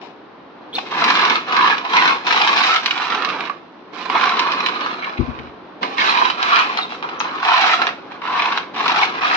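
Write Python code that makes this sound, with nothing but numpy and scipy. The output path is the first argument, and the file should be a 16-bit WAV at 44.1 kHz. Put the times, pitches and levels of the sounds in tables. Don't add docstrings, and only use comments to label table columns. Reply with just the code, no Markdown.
import sys
import numpy as np
from scipy import signal
from scipy.fft import rfft, irfft
from scipy.io import wavfile
from scipy.ndimage import uniform_filter1d, minimum_filter1d

SR = 44100
rng = np.random.default_rng(int(sys.argv[2]) if len(sys.argv) > 2 else 0)


def store_pcm(level_fs):
    pcm = np.round(np.clip(level_fs, -1, 1) * 32767).astype(np.int16)
    wavfile.write(sys.argv[1], SR, np.atleast_2d(pcm).T)


N = 412776
TIME_S = np.arange(N) / SR
GRID_HZ = np.maximum(np.arange(2049) * SR / 4096, 1)

# frequency in Hz, relative level in dB.
NOISE_SPECTRUM = [(20, -33.5), (40, -27), (65, -21.5), (100, -17.5), (190, -5.5), (300, 0.5), (480, -5),
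                  (600, -6), (1020, -4.5), (2000, -18), (4000, -26), (6000, -42.5), (7500, -70),
                  (10000, -77.5)]
# frequency in Hz, left-right correlation.
NOISE_CORRELATION = [(40, .2), (100, .6), (200, 1), (400, 0.56), (900, .6), (2000, .2), (5000, .05)]
# time in seconds, gain in dB.
NOISE_SWELL = [(0, -1), (0.7, 3), (3.7, 2.5), (5.6, 4.5), (8.1, 4.5), (9.36, 9)]
# start in seconds, relative level in dB, rise and T60 in seconds.
MIC_BUMPS = [(5.183, -9, 0.013, 0.12), (5.264, -20.5, 0.013, 0.21), (5.368, -33, 0.015, 0.45)]
# frequency in Hz, relative level in dB.
CASING_MODES = [(56, -8), (76, -5), (133, -3), (180, -19), (238, -3.5), (325, -9.5), (500, -21)]
# start in seconds, relative level in dB, T60 in seconds.
EDGE_SCRATCHES = [(0.735, -45.5, 0.18), (1.033, -44, 0.23), (2.759, -45, 0.068), (2.858, -41, 0.063),
                  (4.662, -42, .03), (8.27, -60, .4), (9.03, -52, 0.041)]
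# time in seconds, relative level in dB.
SINGING_ENVELOPE = [(4.15, -73), (4.35, -43), (4.7, -38), (5.1, -47), (5.17, -64), (5.5, -98)]
# start and length in seconds, first and last pitch in Hz,
# relative level in dB, roughness from 0 to 1.
TILE_SQUEAKS = [(0.724, 0.04, 3200, 3970, -24.5, 0.77), (0.7496, 0.008, 4420, 4000, -13.5, 0.24),
                (0.755, 0.019, 3690, 3590, -15, 0.27), (0.765, 0.012, 3300, 2150, -18, 0.4),
                (0.78, 0.0082, 836, 750, -9.5, .3), (5.9, 0.093, 809, 810, -26, 0.58),
                (6.08, 0.04, 3880, 4170, -16, 0.68), (6.78, 0.016, 4280, 3960, -14.5, .5),
                (6.803, .05, 3890, 3650, -19, 0.53), (7.193, 0.014, 6200, 6240, -25, 0.66),
                (8.394, 0.012, 2450, 2357, -14, 0.77), (9.026, 0.015, 2330, 2190, -5.5, 0.67)]
# time in seconds, left lead in ms, pan toward the left in dB.
TOY_PATH = [(0, -0.13, 8), (1.2, 0.19, -3.5), (2.1, 0.21, -2), (2.5, 0.22, -2), (3.2, -0.0043, -5.5),
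            (3.8, -0.12, -12.5), (4.3, 0.05, -3.5), (4.8, 0.24, -4), (5.8, 0.44, -4), (6.3, 0.29, -4),
            (6.8, 0.28, -0.5), (7.6, 0.15, -4), (8.7, 0.05, -2), (9.36, 0.31, -0.5)]
# start and length in seconds, resonance and width per filter stage in Hz,
# relative level in dB.
EDGE_SCUFFS = [(1.698, 0.048, 1680, 300, -20.5), (1.957, 0.041, 2150, 500, -17),
               (2.304, 0.014, 2220, 503, -17), (4.139, 0.041, 1120, 121, -16),
               (4.161, .025, 2120, 400, -22), (5.014, 0.044, 2300, 500, -30),
               (5.169, 0.019, 2400, 600, -33), (5.974, 0.059, 2050, 1100, -17.5),
               (5.996, 0.027, 3300, 900, -19.5), (6.49, 0.18, 2710, 780, -25.5), (6.515, .1, 1370, 90, -18),
               (7.682, 0.07, 2000, 800, -19.5)]
# frequency in Hz, relative gain in dB.
SHELL_SPECTRUM = [(200, -40.5), (430, -17.5), (590, -20), (720, -5), (1020, 1), (1900, -3), (2500, -5.5),
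                  (3500, -12), (4500, -13.5), (5900, -21), (6600, -35), (7400, -39), (8500, -60),
                  (11000, -63.5), (15000, -56)]
# centre in Hz, width in Hz, gain in dB.
SHELL_RESONANCES = [(702, 180, 7), (952, 50, 2.5), (1185, 6.2, -1), (1954, 230, -4), (2516, 310, 2),
                    (4044, 850, 5.5), (4470, 500, -6), (6200, 200, 1.5), (7200, 570, 7.5)]
# start in seconds, relative peaks of sharp crack and hollow knock in dB.
TILE_CLACKS = [(0.784, -12, -21), (0.923, -26, -13), (1.0197, -18, -4.5), (1.0403, -0.5, -20),
               (1.1002, -2.5, -4), (1.152, -3, -25), (1.192, -8, -5), (1.231, -18, -8.5),
               (1.2502, -1.5, -14), (1.298, -3, -15), (1.355, -4, -18), (1.5223, -6.5, -30),
               (1.565, -5, -15), (1.589, -23, -6), (1.643, -9, -11), (1.699, -10, -23), (1.78, -9, -20),
               (1.849, -13, -12.5), (1.967, -1, -26), (2.022, -4.5, -4), (2.054, -4, -20), (2.076, -5, -13),
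               (2.267, -6, -12), (2.282, -14, -8), (2.307, -6, -8), (2.324, -2.5, -10), (2.376, -5, -14),
               (2.415, -2.5, -23), (2.434, -12, -10), (2.474, -1.5, -13), (2.529, -7, -8), (2.577, -5, -8),
               (2.588, -10, -12), (2.646, -7, -15), (2.702, -8, -24), (2.745, -10, -7), (2.76, -1.5, -11),
               (2.8586, 2.5, -32), (2.908, -0.5, -26), (2.977, -7.5, -20), (2.998, -19, -10),
               (3.018, -11.5, -18), (3.043, -15, -28), (3.101, -7, -26), (3.1201, -11, -11),
               (3.147, -8.5, -10.5), (3.221, -10, -22), (3.247, -3, -27), (3.288, -10, -24),
               (3.30, -11, -20), (3.405, -13, -18), (3.452, -16.5, -32), (3.472, -12, -19),
               (3.496, -16.5, -8.5), (3.994, -28, -34), (4.0981, -10, -9), (4.15, -14, -4.5),
               (4.211, -7.5, -10), (4.238, -6, -10), (4.254, -7.5, -9.5), (4.269, -10, -23),
               (4.292, -7.5, -15), (4.32, -27, -6.5), (4.369, -8.5, -17), (4.3926, -1, -12),
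               (4.462, -29, -9), (4.484, -23, -11), (4.499, -22, -12), (4.518, -4, -21), (4.6037, -10, -16),
               (4.661, 0.5, -21), (4.685, -8, -15.5), (4.808, -11, -29), (4.86, -17, -13),
               (5.023, -17, -31), (5.044, -14, -38), (5.3877, -21.5, -48), (5.829, -8, -10.5),
               (5.981, -6, -27), (6.172, -7, -12), (6.2145, -38, -0.5), (6.251, -7, -6.5),
               (6.299, -7.5, -7), (6.4267, -3.5, -11), (6.529, -9, -12), (6.558, -4, -15), (6.589, -5, -15),
               (6.772, -7, -20), (6.787, -20, -7), (6.92, -30, -13), (7.025, -16, -17), (7.04, -33, -13.5),
               (7.089, -16.5, -22), (7.202, -7.5, -9.5), (7.209, -20, -19), (7.253, -37, -10),
               (7.427, -21, -12), (7.449, -8.5, -13), (7.464, -24, -9), (7.487, -13, -5.5),
               (7.507, -21, -8), (7.518, -17, -5), (7.54, -19, -9), (7.621, -7, -13.5), (7.64, -14, -4.5),
               (7.663, -14, -12), (7.733, -6, -9), (7.8168, -7, -6), (7.868, -5.5, -10), (7.889, -14, -14),
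               (8.217, -23, -22), (8.2517, -29, -17.5), (8.273, -18, -21), (8.393, -8.5, -26),
               (8.42, -3.5, -22), (8.455, -9.5, -12), (8.523, -9, -16), (8.574, -6, -11), (8.761, -18, -20),
               (8.805, -10.5, -13), (8.879, -2, -19), (9.032, -3, -27), (9.233, -15, -27)]
# frequency in Hz, relative level in dB.
RUMBLE_SPECTRUM = [(30, -58.5), (60, -37), (100, -40), (150, -8.5), (250, 0), (420, 0.5), (580, -4.5),
                   (900, -30.5), (1500, -89.5)]
# start, length and run-up in seconds; drive at speed and at the end in dB;
# trims of gear noise, deep shell tone and rumble in dB; first and last hollow note in Hz
HAND_PUSHES = [(0.0, 0.03, 0.0088, -36.5, -39, 0.5, 2.5, 6.5, 1083, 1020, .7),
               (0.729, .05, 0.03, -34, -35, 9.5, -8, 8.5, 1017, 1070, 0.32),
               (0.835, .065, .02, -35, -32, -0.5, -8.5, 2, 1033, 1014, 0.96),
               (0.886, .445, 0.17, -14.5, -16.5, -3.5, -19.5, 5.5, 996, 1160, .8),
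               (1.441, .275, 0.175, -13.5, -15.5, -5.5, -22, 4, 1130, 1074, .8),
               (1.798, .09, .02, -29, -25.5, -6, -2.5, -4.5, 1057, 987, .7),
               (1.868, .236, 0.11, -13, -15, -4, -14, 4, 973, 1067, 0.49),
               (2.13, .11, .02, -24, -31.5, -4.5, -6.5, -0.5, 1060, 1093, 0.82),
               (2.228, 0.344, .055, -17.5, -18, 0, -3.5, 2, 1223, 1093, .8),
               (2.539, 0.195, 0.034, -16, -17.5, 2, -5, 1, 1145, 1360, .9),
               (2.803, 0.28, 0.029, -24.5, -23.5, -2, -10, -2.5, 1157, 1195, .7),
               (3.062, 0.38, 0.053, -21, -27.5, -6.5, -8.5, 5, 1274, 1206, 0.29),
               (3.915, 0.15, 0.019, -34, -27, -3.5, -12, 4, 1102, 1014, .8),
               (4.07, 0.86, 0.098, -17, -26, -6, -16, 5, 1044, 1170, .6),
               (4.918, .19, 0.026, -29, -28, -7.5, -9, 1, 1190, 1180, 0.75),
               (5.147, 0.33, .03, -32, -41, -7.5, -7, 5.5, 1097, 1077, .7),
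               (5.803, .045, 0.023, -26, -26, -2, 1.5, 10.5, 1043, 1103, 0.38),
               (5.87, 0.096, 0.024, -32, -32, -1, -11, 6, 1107, 1130, .4),
               (5.953, .335, 0.11, -13.5, -20, -3.5, -15.5, 1.5, 1128, 1006, .5),
               (6.349, .25, .17, -14, -14.5, -5, -14, -1.5, 1245, 1155, .2),
               (6.623, .18, .03, -22.5, -24.5, -5, -11, 3, 1077, 1007, .5),
               (6.87, .07, 0.032, -31, -31, -0.5, -10.5, 0.5, 1010, 1105, 0.97),
               (7.009, .16, 0.027, -28, -31, -9, -22.5, 3, 1084, 1110, 0.44),
               (7.182, .22, .015, -25.5, -25.5, -7, -14.5, 2, 1094, 1090, .7),
               (7.392, 0.2, 0.12, -14, -14, -4.5, -11, -8.5, 946, 1013, .6),
               (7.571, 0.16, 0.039, -14.5, -15.5, -1.5, -4.5, -2.5, 1137, 1375, .7),
               (7.755, 0.082, .02, -20.5, -19.5, -5, -4, 4, 1277, 1375, 0.45),
               (8.087, .06, 0.023, -32, -34.5, -8, -5, -7, 1137, 1112, .7),
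               (8.205, 0.355, 0.19, -18, -21, -6.5, -9.5, -2, 1062, 1120, .5),
               (8.725, .317, 0.17, -17, -17.5, -3, -7.5, 1, 1120, 1130, .9),
               (9.083, .11, 0.016, -24.5, -26, -6.5, -12, 3, 1125, 1086, 1),
               (9.189, 0.16, 0.044, -18, -14, -5, -9, -2, 1160, 1440, .9)]

REFERENCE_DRIVE_DB = -15
CUTOFF_HZ = 15800


def from_db(db):
    return 10 ** (np.asarray(db) / 20)


def unit_rms(x):
    return x / np.sqrt(np.mean(x ** 2) + 1e-20)


def on_grid(points):
    hz, value = np.transpose(points)
    return np.interp(np.log(GRID_HZ), np.log(hz), value)


def in_time(rows):
    times_s, *columns = np.transpose(rows)
    return [np.interp(TIME_S, times_s, column) for column in columns]


def drift(rate_hz):
    return np.interp(TIME_S * rate_hz, np.arange(N // 10), rng.standard_normal(N // 10)) * np.sqrt(3 / 2)


def convolve(x, response):
    return np.squeeze(signal.oaconvolve(np.atleast_2d(x), np.atleast_2d(response), axes=-1)[:, :N])


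def colour(x, curve_db):
    cepstrum = irfft(np.log(from_db(curve_db)))
    cepstrum[len(cepstrum) // 2:] = 0
    response = irfft(np.exp(rfft(2 * cepstrum)))
    return convolve(x, response / np.linalg.norm(response))


def butter(x, edges_hz, kind="band", order=3):
    return signal.sosfilt(signal.butter(order, edges_hz, kind, fs=SR, output="sos"), x)


def resonate(x, centre_hz, width_hz, block=512):
    out, state = np.zeros_like(x), np.zeros((2, 2))
    radius = np.exp(-np.pi * width_hz / SR)
    for at in range(0, N, block):
        poles = [1, -2 * radius * np.cos(2 * np.pi * centre_hz[at] / SR), radius ** 2]
        out[:, at:at + block], state = signal.lfilter([1, 0, -1], poles, x[:, at:at + block], zi=state)
    return out * (1 - radius ** 2) / 2


def room_noise(level_db=-44, flutter_db=1.0):
    correlation = np.clip(on_grid(NOISE_CORRELATION), -.99, .99)
    mid_db = on_grid(NOISE_SPECTRUM)
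    side_db = mid_db + 10 * np.log10((1 - correlation) / (1 + correlation))
    mid = colour(rng.standard_normal(N), mid_db)
    side = colour(rng.standard_normal(N), side_db)
    side *= np.linalg.norm(from_db(side_db)) / np.linalg.norm(from_db(mid_db))
    gain = from_db(level_db + in_time(NOISE_SWELL)[0] + flutter_db * drift(8.9))
    return gain * np.array([mid + side, mid - side])


def reflections(samples, t60_s, gap_s):
    t = TIME_S[:samples]
    echoes = rng.standard_normal((2, samples)) * from_db(-60 * t / t60_s) * (t > gap_s)
    return echoes / np.linalg.norm(echoes, axis=1, keepdims=True)


def room(x, tail_db=-8):
    echoes = reflections(SR // 3, t60_s=0.24, gap_s=.005)
    return x + from_db(tail_db) * convolve(butter(x, [490, 16000]), echoes)


def near_echoes(x, echo_db=-5, block=4096):
    radiated = np.pad(butter(x, [636, 18000]), [(0, 0), (0, block)])
    out = np.zeros((2, N + 2 * block))
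    window = np.sin(np.pi * np.arange(block) / block)
    for at in range(0, N, block // 2):
        echoes = reflections(block // 2, t60_s=0.017, gap_s=.001)
        heard = signal.fftconvolve(window * radiated[:, at:at + block], echoes, axes=1)
        out[:, at:at + heard.shape[1]] += heard
    return x + from_db(echo_db) * out[:, :N]


def mic_thump(right_db=-19, rub_db=4.5, waver=0.044):
    out, ringing, t = np.zeros((2, N)), np.zeros(N), TIME_S[:SR // 2]
    for mode_hz, db in CASING_MODES:
        gain = from_db(db + rub_db * drift(90))
        hz = mode_hz * np.exp(waver * drift(120))
        ringing += gain * np.sin(2 * np.pi * np.cumsum(hz) / SR)
    for start_s, db, rise_s, t60_s in MIC_BUMPS:
        at = round(start_s * SR)
        swell = np.minimum(t / rise_s, 1) ** 2 * from_db(-60 * np.maximum(t - 2 * rise_s, 0) / t60_s)
        bump = swell * ringing[at:at + len(t)]
        out[:, at:at + len(t)] += from_db(db) * bump * np.linalg.norm(swell) / np.linalg.norm(bump)
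    return out * from_db([[0], [right_db]])


def scratches(rise_share=.05):
    out, t = np.zeros((2, N)), TIME_S[:SR // 4]
    for start_s, db, t60_s in EDGE_SCRATCHES:
        at = round(start_s * SR)
        sizzle = butter(rng.standard_normal((2, len(t))), [7200, CUTOFF_HZ])
        envelope = np.minimum(t / (rise_share * t60_s), 1) * from_db(db - 60 * t / t60_s)
        out[:, at:at + len(t)] += envelope * sizzle
    return out


def singing(pitch_hz=4110, wander=.015, stutter_db=12):
    ring = rng.standard_normal((2, N))
    hz = pitch_hz * np.exp(wander * drift(16))
    for _ in range(2):
        ring = resonate(ring, hz, width_hz=195)
    stutter = from_db(stutter_db * np.clip(drift(45), -2, 1.2))
    return from_db(in_time(SINGING_ENVELOPE)[0]) * unit_rms(ring * stutter)


def squeaks(trim_db=-1, octave_db=-31, waver=0.039, full_rasp_db=6):
    out = np.zeros((2, N))
    jitter, grip = drift(1200), np.clip(drift(1500), -2, 1.5)
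    for start_s, length_s, first_hz, last_hz, db, roughness in TILE_SQUEAKS:
        span = slice(round(start_s * SR), round((start_s + length_s) * SR))
        progress = np.linspace(0, 1, len(TIME_S[span]))
        hz = (first_hz + (last_hz - first_hz) * progress) * np.exp(roughness * waver * jitter[span])
        phase = 2 * np.pi * np.cumsum(hz) / SR + np.array([[0], [np.pi / 2]])
        tone = np.sin(phase) + from_db(octave_db) * np.sin(2 * phase)
        gain = from_db(db + trim_db + roughness * full_rasp_db * grip[span])
        out[:, span] += gain * np.sin(np.pi * progress) * tone
    return butter(out + 1e-18, [500, 7400], order=6)


def slip_noise(scatter_hz=2800, balance_db=1.7):
    lead_ms, pan_db = in_time(TOY_PATH)
    source = rng.standard_normal(N)
    lag = np.round(lead_ms * SR / 1000).astype(int)
    delayed = source[np.clip(np.arange(N) - lag, 0, N - 1)]
    alike = 1 / (1 + (GRID_HZ / scatter_hz) ** 2)
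    shared = np.sqrt(alike.mean()) * np.array([colour(x, 10 * np.log10(alike)) for x in (source, delayed)])
    own = np.sqrt(1 - alike.mean()) * colour(rng.standard_normal((2, N)), 10 * np.log10(1 - alike + 1e-4))
    return (shared + own) * from_db(np.outer([.5, -.5], pan_db + balance_db))


def scuffs(slips, band_hz=(500, 6000)):
    out = np.zeros((2, N))
    for start_s, length_s, hz, width_hz, db in EDGE_SCUFFS:
        span = slice(round(start_s * SR), round((start_s + length_s) * SR))
        peak = signal.iirpeak(hz, hz / width_hz, fs=SR)
        ring = signal.lfilter(*peak, signal.lfilter(*peak, slips[:, span]))
        out[:, span] += from_db(db) * unit_rms(ring * signal.windows.tukey(ring.shape[1], .5))
    return butter(butter(out + 1e-18, band_hz), band_hz)


def shell(force, splits_hz):
    modes_db = sum(db / (1 + (2 * (GRID_HZ - hz) / width_hz) ** 2) for hz, width_hz, db in SHELL_RESONANCES)
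    rest, bands = colour(force, on_grid(SHELL_SPECTRUM) + modes_db), []
    for hz in splits_hz:
        bands.append(butter(butter(rest, hz, "low", 2), hz, "low", 2))
        rest = butter(butter(rest, hz, "high", 2), hz, "high", 2)
    return bands + [rest]


def pushing(jerk_share=.14, jerk_s=.03, stop_db_per_s=150, coast_db=-27, coast_db_per_s=14):
    clock_s, drives, timbres = TIME_S[::40], [], []
    for row in HAND_PUSHES:
        start_s, length_s, run_up_s, first_db, last_db, *trims_db, first_hz, last_hz, looseness = row
        t = clock_s - start_s
        attack = np.clip(t / jerk_s, 0, 1) * np.interp(t, [0, run_up_s], [jerk_share, 1])
        free_s = np.maximum(t - length_s, 0)
        release = from_db(np.maximum(-stop_db_per_s * free_s, coast_db - coast_db_per_s * free_s))
        level_db = np.interp(t, [min(run_up_s, length_s), length_s], [first_db, last_db])
        note_hz = np.interp(t, [0, length_s], [first_hz, last_hz])
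        drives.append(attack * release * from_db(level_db))
        timbres.append(np.broadcast_arrays(*trims_db, note_hz, looseness))
    power = np.square(drives)[:, None] + 1e-12
    timbre = (power * timbres).sum(axis=0) / power.sum(axis=0)
    drive = np.max(drives, axis=0) + 1e-5
    return [np.interp(TIME_S, clock_s, control) for control in (drive, *timbre)]


def clacks(slips, crack_trim_db=1, knock_trim_db=2, rise_s=0.0013, t60_s=0.016, bounce_db=-7,
           note_db=7, note_width_hz=260):
    out, t = np.zeros((2, N)), TIME_S[:2048]
    responses = shell(signal.unit_impulse(len(t)), splits_hz=[1800])
    *_, note_hz, _ = pushing()
    bounces_s = rng.uniform(.00356, .008, len(TILE_CLACKS))
    for (start_s, crack_db, knock_db), bounce_s in zip(TILE_CLACKS, bounces_s):
        at = round(start_s * SR)
        ages_s = np.maximum([t, t - bounce_s], 0)
        flurry = from_db([0, bounce_db]) @ (np.minimum(ages_s / rise_s, 1) * from_db(-60 * ages_s / t60_s))
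        force = flurry * slips[:, at:at + len(t)]
        knock, crack = (convolve(force, response[:len(t)]) for response in responses)
        note = signal.iirpeak(note_hz[at], note_hz[at] / note_width_hz, fs=SR)
        knock = knock + from_db(note_db) * signal.lfilter(*note, knock)
        top_hz = np.clip(7000 * 2 ** (crack_db / 17), 3300, 15000)
        crack = butter(crack, top_hz, "low", 2)
        hit = from_db(crack_db + crack_trim_db) * crack / np.abs(crack).max()
        hit += from_db(knock_db + knock_trim_db) * knock / np.abs(knock).max()
        out[:, at:at + hit.shape[1]] += hit[:, :N - at]
    return out


def speed(drive):
    return np.sqrt(drive / from_db(REFERENCE_DRIVE_DB))


def ticks(drive, unit_speed_rate_hz=80, relative_db=-6, spread_db=2.5, rise_s=0.00039, t60_s=0.018):
    onsets = np.flatnonzero(rng.random(N) < unit_speed_rate_hz * speed(drive) / SR)
    out, t = np.zeros((2, N)), TIME_S[:SR // 25]
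    modes_hz = np.geomspace(971, 5655, 28) * np.exp(rng.normal(0, 0.034, 28))
    envelope = from_db(-60 * t / t60_s) * np.minimum(t / rise_s, 1)
    for at in onsets:
        hz = rng.choice(modes_hz, size=4)
        phase = rng.uniform(0, 2 * np.pi, 4) + rng.standard_normal((2, 4)) * hz / 2800
        ring = np.sin(2 * np.pi * hz[:, None] * t + phase[..., None]).sum(axis=1) * envelope
        strength = from_db(spread_db * np.clip(rng.standard_normal(), -2, 1.3))
        out[:, at:at + len(t)] += strength * ring[:, :N - at]
    heard = shell(out + 1e-9 * rng.standard_normal(N), splits_hz=[])[0]
    return from_db(relative_db) * unit_rms(heard * drive) * np.sqrt(np.mean(drive ** 2))


def gear_chatter(teeth_per_s, jitter=.5, spread_db=2.3, t60_s=0.024):
    teeth = np.cumsum(teeth_per_s * np.exp(jitter * drift(150))) / SR
    catches = np.diff(np.floor(teeth), prepend=0)
    bursts = catches * from_db(2 * spread_db * np.clip(rng.standard_normal(N), -2, 1.7))
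    decay = from_db(-2 * 60 / (t60_s * SR))
    energy = signal.lfilter([1], [1, -decay], bursts + 1e-18)
    return energy / uniform_filter1d(energy + 1e-4, size=SR // 20)


def flaring(x, looseness, loose_spread_db=2):
    return unit_rms(x * from_db(loose_spread_db * looseness * np.clip(drift(55), -2, 1.6)))


def rolling(slips, wobble_db=.5, grit_db=-10, note_db=7, deep_db=1, sharp_db=0.55, edge_db=-13,
            rattle_db=0.08, rumble_db=-28):
    drive, gear_trim_db, deep_trim_db, rumble_trim_db, note_hz, looseness = pushing()
    drive = drive * from_db(wobble_db * drift(24))
    chatter = gear_chatter(teeth_per_s=70 + 230 * speed(drive))
    energy = looseness * chatter + (1 - looseness) + from_db(2 * grit_db)
    bands = shell(np.sqrt(energy) * slips, splits_hz=[880, 1800, 4600])
    deep, hollow, sharp, edge = (flaring(band, looseness) for band in bands)
    hollow = unit_rms(hollow + from_db(note_db) * resonate(hollow, note_hz, width_hz=160))
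    gear_gain = from_db(gear_trim_db)
    gears = from_db(sharp_db) * sharp + from_db(edge_db) * gear_gain ** 0.93 * edge
    gears *= gear_gain * from_db([[-1], [1]])
    rattle = (from_db(deep_db + deep_trim_db) * deep + hollow + gears) / np.hypot(1, gear_gain)
    rumble = from_db(rumble_db + rumble_trim_db) * colour(rng.standard_normal(N), on_grid(RUMBLE_SPECTRUM))
    return from_db(rattle_db) * drive * rattle + ticks(drive * looseness) + drive ** 0.43 * rumble


def scene():
    slips = slip_noise()
    toy = rolling(slip_noise()) + clacks(slips) + scuffs(slips) + singing() + scratches()
    return from_db(-2.5) * room(near_echoes(toy) + squeaks()) + mic_thump() + room_noise()


def record(dry, ceiling=0.97):
    x = butter(dry, 48, "high")
    gain = np.minimum(1, ceiling / (np.abs(x).max(axis=0) + 1e-9))
    gain = uniform_filter1d(minimum_filter1d(gain, size=91), size=91)
    return signal.sosfilt(signal.cheby2(12, 70, CUTOFF_HZ, fs=SR, output="sos"), x * gain)


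dry = scene()
out = record(dry)
store_pcm(out)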